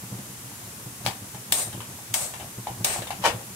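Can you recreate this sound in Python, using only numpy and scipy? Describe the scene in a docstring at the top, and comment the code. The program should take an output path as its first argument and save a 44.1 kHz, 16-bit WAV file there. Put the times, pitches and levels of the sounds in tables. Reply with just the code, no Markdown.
"""A thin steady hiss leaks from the valve of a pressure cooker, close up in a small kitchen.
Boiling water thumps over a low rumble, and bubbles pop and knock inside the pot.
Twice, water caught in the valve sputters wetly and rings the pot. Three times the weight
on the valve lifts, and steam escapes with a sharp spit and a short bright puff."""
import sys
import numpy as np
from scipy import signal
from scipy.fft import rfft, irfft, next_fast_len
from scipy.io import wavfile
from scipy.ndimage import map_coordinates

SR = 44100
rng = np.random.default_rng(int(sys.argv[2]) if len(sys.argv) > 2 else 0)


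def file_out(sig):
    """Save sig as 16-bit WAV at sys.argv[1]."""
    # one column per channel
    cols = np.atleast_2d(sig).T
    # limit, then scale
    lim = np.clip(cols, -1, 1)
    pcm = np.round(lim * 32767).astype(np.int16)
    wavfile.write(sys.argv[1], SR, pcm)


N = 156555

# A t60 is the time a sound takes to fade by 60 dB. A colour says how strong each frequency is.
# Colour of the leak (f/Hz, level/dB)
LEAK_COLOUR = [(200, -9.5), (600, -10.5), (1100, 2), (2000, -0.5), (4500, -2.5), (6500, 2), (8500, 2.5),
               (11000, 2.5), (13000, -1.5), (15500, -7.5)]
# Left-right balance of the leak (f/Hz, left minus right/dB)
LEAK_BALANCE = [(60, 0.5), (120, -25), (240, 15), (480, 6), (950, 2), (1890, 6.5), (3770, 4), (7520, 3.5),
                (15000, -9.5)]
# Colour of the boil's rumble (f/Hz, level/dB)
RUMBLE_COLOUR = [(20, -29), (40, -45), (62, -14.5), (90, -6.5), (115, -1.5), (150, -7), (200, -7),
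                 (300, -12), (500, -18.5), (900, -18.5), (2000, -39)]
# Low thumps of the boil (t/s, level/dB)
THUMP_EVENTS = [(.026, -30), (0.114, -27), (0.139, -36), (.18, -30.5), (0.29, -36), (.432, -34.5),
                (0.665, -35.5), (.854, -29.5), (1.0, -29), (1.041, -30), (1.066, -24.5), (1.21, -34.5),
                (1.34, -30), (1.504, -33), (1.665, -26.5), (1.738, -26.5), (1.771, -28.5), (1.878, -34),
                (2.101, -34.5), (2.415, -31.5), (2.574, -26), (2.699, -27), (2.767, -29.5), (2.797, -24.5),
                (2.98, -26), (3.188, -28.5), (3.335, -25.5), (3.491, -38)]
# Tones in a thump (f/Hz, level/dB, t60/s)
THUMP_TONES = [(84.5, -18, 0.12), (115.2, -1, 0.18), (190.6, -3, 0.14), (247.6, -11, 0.1), (340, -11, 0.11)]
# Colour of the gurgle with each thump (f/Hz, level/dB)
GURGLE_COLOUR = [(120, -7), (280, -2), (520, -3), (1100, -5.5), (2000, -27), (5000, -41)]
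# Knocks of bursting bubbles (t/s, level/dB, f/Hz, tick offset/dB)
KNOCK_EVENTS = [(.14, -43, 840, -3), (.186, -42, 830, 5), (.516, -38, 905, -7), (1.062, -16, 804, -5.5),
                (1.346, -31.5, 830, -1.5), (1.728, -35.5, 820, 7), (1.804, -33, 1020, 5),
                (1.989, -36, 814, -13), (2.337, -31, 920, 4), (2.398, -31, 730, 0.5),
                (2.408, -31, 760, -1.5), (2.444, -33.5, 680, -16), (2.67, -17.5, 820, -8.5),
                (2.961, -20.5, 746, -20), (3.02, -28, 594, 0.5), (3.07, -33.5, 845, 8),
                (3.105, -20, 784, -2.5), (3.239, -15.5, 890, -1.5), (3.2542, -21.5, 940, 2.5),
                (3.2625, -24, 930, 2.5), (3.272, -15.5, 534, -2.5), (3.407, -36, 815, -8)]
# Colour of a knock's tick (f/Hz, level/dB)
TICK_COLOUR = [(150, -0.5), (450, 1.5), (1200, 0), (2200, -0.5), (3000, 2), (4500, -8), (9000, -7.5),
               (15000, -19)]
# Wet sputters (t/s, level/dB, rise/s, t60/s, fizz offset/dB, ring offset/dB, top of the fizz/dB)
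SPUTTER_EVENTS = [(1.0606, -28, 0.004, 0.093, 4, -18, -1), (3.239, -19, 0.017, 0.13, -6.5, -3.5, -9)]
# Colours of a sputter's spray and fine fizz (f/Hz, level/dB)
SPRAY_COLOUR = [(100, -40), (300, -11), (530, 2), (700, -1), (950, 2.5), (1350, -3), (2400, -3), (4000, -9),
                (7000, -16.5), (15000, -27)]
FIZZ_COLOUR = [(1500, -8), (3000, -3.5), (7500, -2.5), (10000, -5), (15500, -10)]
# Ringing tones of pot and lid (f/Hz, width/Hz, level/dB)
POT_TONES = [(320, 22, -11), (520, 28, -2), (672, 16, -6), (786, 22, -6), (871, 22, -6), (926, 16, 4),
             (1121, 20, -3), (1514, 22, -8), (1702, 20, -9), (1757, 26, -7), (2293, 30, -10),
             (2354, 22, -8), (2468, 24, -10), (3062, 36, -12)]
# Puffs of steam (t/s, spit level/dB, hiss level/dB, hold/s, resonance f/Hz, closing t60/s,
# breathy body offset/dB, hollow level/dB, ring level/dB)
PUFF_EVENTS = [(1.5221, -11.5, -26.5, 0.094, 8700, 0.38, -11.5, -43.5, -40),
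               (2.14, -14, -28.5, 0.095, 8280, 0.44, -10.5, -42, -40),
               (2.845, -13.5, -30, 0.113, 8400, 0.38, -2.5, -45.5, -46)]
# Colours of a puff: spit, jet, breathy body, hollow breath under the weight (f/Hz, level/dB)
SPIT_COLOUR = [(150, -43), (600, -2), (1300, -8), (2200, 1.5), (3500, 3), (4800, -1.5), (6400, 3.5),
               (9000, 2), (10300, 0.5), (11500, 1), (15500, -2.5)]
JET_COLOUR = [(2000, -28), (4000, -2), (5400, -5), (6600, 2.5), (7500, 4), (9200, 2.5), (9800, 0),
              (10800, 3.5), (13000, -3.5), (14200, -6), (15400, -5.5)]
BODY_COLOUR = [(150, -7), (450, -3.5), (800, 2.5), (1400, -3), (2400, -1.5), (4000, -8), (7000, -5),
               (12000, -31)]
HOLLOW_COLOUR = [(250, -30), (550, -3), (740, -1), (930, -14), (1250, -11), (3000, -36)]
# Faint whistles of the nozzle (t/s, hold/s, f/Hz, level/dB)
WHISTLE_EVENTS = [(1.528, 0.12, 9050, -38), (2.854, 0.067, 13384, -45)]
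# Left-right balance of the valve and pot (f/Hz, left minus right/dB)
VALVE_BALANCE = [(300, -0.5), (800, 3), (1500, 4.5), (3500, 8), (6000, 6.5), (8700, 2.5), (11000, -1),
                 (14000, -3.5)]
# How alike left and right sound (f/Hz, likeness from 0 to 1)
LIKENESS = [(100, 1), (300, 0.93), (600, 0.7), (1200, 0), (2500, 0), (5000, 0), (9000, 0), (14000, 0.026)]
# How long the kitchen echoes (f/Hz, t60/s)
ROOM_DECAY = [(150, 0.57), (800, 0.32), (3000, 0.23), (8000, 0.17), (15000, 0.12)]

CENTRED = [(100, 0)]  # equal on both sides (f/Hz, left minus right/dB)
JET_RISE_S = 0.0045


def amp(db):
    """Turn decibels into a gain."""
    return 10 ** (np.asarray(db) / 20)


def unit(x):
    """Scale x to an average power of 1."""
    return x / np.sqrt(np.mean(x ** 2) + 1e-20)


def along(points, hz):
    """Read a value between (f/Hz, value) points, on a log frequency axis."""
    f, v = np.transpose(points)
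    return np.interp(np.log(hz + 1), np.log(f + 1), v)


def since(start):
    """Seconds since start, zero before it."""
    return np.maximum(np.arange(N) / SR - start, 0)


def fade(t, t60):
    """Die away by 60 dB every t60 seconds."""
    return np.exp(-np.log(1000) * t / t60)


def burst(start, rise, t60):
    """Rise in a straight line, then die away."""
    t = since(start)
    return np.minimum(t / rise, 1) * fade(np.maximum(t - rise, 0), t60)


def wobble(rate):
    """A smooth curve through `rate` random values a second."""
    return map_coordinates(rng.standard_normal(int(N * rate / SR) + 4), [np.arange(N) * rate / SR])


def ripple(hz, step_hz):
    """A smooth random curve along frequency."""
    return map_coordinates(rng.standard_normal(1024), [hz / step_hz], mode="wrap")


def sides(balance, hz):
    """Left and right gains for a balance curve."""
    return amp(np.outer([.5, -.5], along(balance, hz)))


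def stereo(pair, hz):
    """Blend two noises into left and right spectra, alike in the bass and unrelated in the treble."""
    turn = np.arccos(np.clip(along(LIKENESS, hz), -1, 1)) / 2
    mid, side = rfft(pair) * [np.cos(turn), np.sin(turn)]
    return np.array([mid + side, mid - side])


def noise(colour, balance=VALVE_BALANCE, extra_db=lambda hz: 0):
    """Stereo noise of power 1 in a given colour; extra_db reshapes that colour."""
    size = next_fast_len(N)
    hz = np.fft.rfftfreq(size, 1 / SR)
    white = stereo(rng.standard_normal((2, size)), hz)
    shaped = white * amp(along(colour, hz) + extra_db(hz)) * sides(balance, hz)
    return unit(irfft(shaped, size)[:, :N])


def kitchen(x, room_db, early_db, early_t60):
    """Add quick echoes off lid and hob, and the longer tail of the room."""
    hz, t, spectra = signal.stft(rng.standard_normal((2, SR // 2)), SR, nperseg=256)
    tail = signal.istft(spectra * fade(t, along(ROOM_DECAY, hz)[:, None]), SR, nperseg=256)[1]
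    t = np.arange(tail.shape[1]) / SR
    early = rng.standard_normal(tail.shape) * fade(t, early_t60)
    echoes = amp(room_db) * tail / np.linalg.norm(tail[0])
    echoes += amp(early_db) * early / np.linalg.norm(early[0])
    echoes = irfft(stereo(echoes, np.fft.rfftfreq(len(t), 1 / SR)))
    echoes = np.pad(echoes, ((0, 0), (SR // 400, 0)))  # they arrive 2.5 ms late
    return x + signal.fftconvolve(x * np.ones((2, 1)), echoes, axes=1)[:, :N]


def leak(level_db=-41):
    """Steam slips past the seated weight in a thin steady hiss."""
    return amp(level_db + 0.16 * wobble(9.8)) * noise(LEAK_COLOUR, LEAK_BALANCE)


def boil(rumble_db=-46.5, rise_s=0.0079, gurgle_db=-16):
    """Boiling water makes dull thumps, each with a soft gurgle, over an unsteady rumble."""
    sway = amp(0.8 * wobble(29.71))
    rumble = amp(rumble_db) * unit(sway * noise(RUMBLE_COLOUR, CENTRED))
    t = np.arange(SR // 3) / SR
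    thumps, churn = np.zeros(N + SR), 0
    for start, db in THUMP_EVENTS:
        ring = 0
        for hz, tone_db, t60 in THUMP_TONES:
            louder, higher = rng.standard_normal(2)  # no two thumps are the same
            pitch = hz * np.exp(0.044 * higher)
            ring += amp(tone_db + 2 * louder) * fade(t, t60) * np.sin(2 * np.pi * pitch * t)
        thumps[round(start * SR):][:len(t)] += amp(db) * ring * (1 - np.exp(-t / rise_s))
        churn += amp(db + gurgle_db) * burst(start, rise_s, t60=0.13)
    return rumble + thumps[:N] + churn * noise(GURGLE_COLOUR, CENTRED)


def simmer(count=70, typical_db=-49.5, typical_hz=740):
    """Small bubbles pop at random all the while, each a short fading tone."""
    pops, t = np.zeros(N + SR), np.arange(SR // 16) / SR
    for at in rng.integers(0, N, count):
        louder, higher = np.clip(rng.standard_normal(2), -2, 2)
        tone = np.sin(2 * np.pi * typical_hz * np.exp(.35 * higher) * t)
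        pops[at:][:len(t)] += amp(typical_db + 3 * louder) * fade(t, t60=0.033) * tone
    return kitchen(pops[:N], room_db=-10.5, early_db=-3, early_t60=0.066)


def knocks(rise_s=0.0013):
    """Each bursting bubble gives a hollow knock of a few cycles and a small noisy tick."""
    tones, ticking = 0, 0
    for start, db, hz, tick_db in KNOCK_EVENTS:
        tones += amp(db) * burst(start, rise_s, t60=0.015) * np.sin(2 * np.pi * hz * since(start))
        ticking += amp(db + tick_db) * burst(start, rise_s, t60=0.025)
    ticks = .5 * ticking * noise(TICK_COLOUR)
    return (kitchen(tones, room_db=-8, early_db=-2.5, early_t60=0.12)
            + kitchen(ticks, room_db=1.5, early_db=-2.5, early_t60=0.082))


def sputters(seep_s=0.028, seep_db=-15):
    """Water caught in the valve seeps, then tears into spray and rings the pot."""
    spray, water, ring = noise(SPRAY_COLOUR), 0, 0
    for start, db, rise, t60, fizz_db, ring_db, top_db in SPUTTER_EVENTS:
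        fizz = noise(FIZZ_COLOUR, extra_db=lambda hz: along([(9000, 0), (14000, top_db)], hz))
        swell = burst(start, rise, t60) + amp(seep_db) * burst(start - seep_s, seep_s, t60)
        tearing = unit(amp(3 * wobble(600)))
        droplets = unit(amp(6 * wobble(1800)))
        water += amp(db) * swell * tearing * (spray + amp(fizz_db) * fizz * droplets)
        ring += amp(db + ring_db) * pot_ring(start, rise)
    return ring + kitchen(water, room_db=-6, early_db=-8.5, early_t60=0.2)


def pot_ring(start, rise):
    """Pot and lid ring with their own tones; the narrower a tone, the longer it lasts."""
    t, ring = since(start), 0
    for hz, width, db in POT_TONES:
        phase = rng.uniform(0, 2 * np.pi) + 0.25 * rng.standard_normal((2, 1))
        tone = np.sin(2 * np.pi * hz * t + phase) * sides(VALVE_BALANCE, hz)
        ring += amp(db) * burst(start, rise, t60=np.log(1000) / (np.pi * width)) * tone
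    return ring


def steam_noises(peak_hz, width_hz=700):
    """Noise for one spit and its jet: each gap under the weight colours the steam its own way."""
    def resonance(hz):
        return np.exp(-.5 * ((hz - peak_hz) / width_hz) ** 4)

    def jet_db(hz):
        off_peak = np.minimum(abs(hz - peak_hz) / (2 * width_hz), 1)
        return 8 * resonance(hz) + 1.8 * ripple(hz, 300) * off_peak + ripple(hz, 60)

    spit = noise(SPIT_COLOUR, extra_db=lambda hz: 4.5 * resonance(hz))
    return spit, noise(JET_COLOUR, extra_db=jet_db)


def puffs(spit_t60=0.034, seep_s=0.0034, seep_db=-14.5, sag_db_per_s=34):
    """The weight lifts with a spit and rings the pot; the jet holds, weakens and closes off."""
    body, hollow, steam, ring = noise(BODY_COLOUR), noise(HOLLOW_COLOUR), 0, 0
    for start, spit_db, hiss_db, hold, peak_hz, close_t60, body_db, hollow_db, ring_db in PUFF_EVENTS:
        t = since(start)
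        spit, jet = steam_noises(peak_hz)
        seep = amp(seep_db) * burst(start - seep_s, seep_s, spit_t60)
        crack = burst(start, rise=0.0014, t60=spit_t60)
        steam += amp(spit_db) * (seep + crack) * spit
        opening = np.minimum(t / JET_RISE_S, 1) * fade(since(start + hold), close_t60)
        flow = opening * amp(hiss_db + sag_db_per_s * (hold / 2 - t))
        flutter = amp(.8 * wobble(98))
        steam += flow * flutter * (jet + amp(body_db) * body + amp(hollow_db - hiss_db) * hollow)
        ring += amp(ring_db) * pot_ring(start, JET_RISE_S)
    return ring + kitchen(steam + whistles(), room_db=-7.5, early_db=-14, early_t60=0.049)


def whistles():
    """The nozzle adds a faint, wavering whistle to two of the puffs."""
    t, out = since(0), 0
    for start, hold, hz, db in WHISTLE_EVENTS:
        swell = np.minimum(since(start) / JET_RISE_S, 1) * fade(since(start + hold), t60=.15)
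        waver = wobble(200) + 1j * wobble(200)  # random strength and phase
        tone = np.real(waver * np.exp(2j * np.pi * hz * t))
        out += amp(db) * swell * tone * sides(VALVE_BALANCE, hz)
    return out


def scene():
    """The valve and the boiling pot together."""
    return leak() + boil() + simmer() + knocks() + sputters() + puffs()


def record(dry, low_hz=41, top_hz=15760):
    """The microphone sheds the deep bass and the very highest treble."""
    trimmed = signal.sosfilt(signal.butter(2, low_hz, "high", fs=SR, output="sos"), dry)
    size = next_fast_len(N + 8192)
    hz = np.fft.rfftfreq(size, 1 / SR)
    treble_cut = np.clip((top_hz - hz) / 200 + .5, 0, 1)
    return irfft(rfft(trimmed, size) * treble_cut, size)[..., :N]


dry = scene()
out = record(dry)
file_out(out)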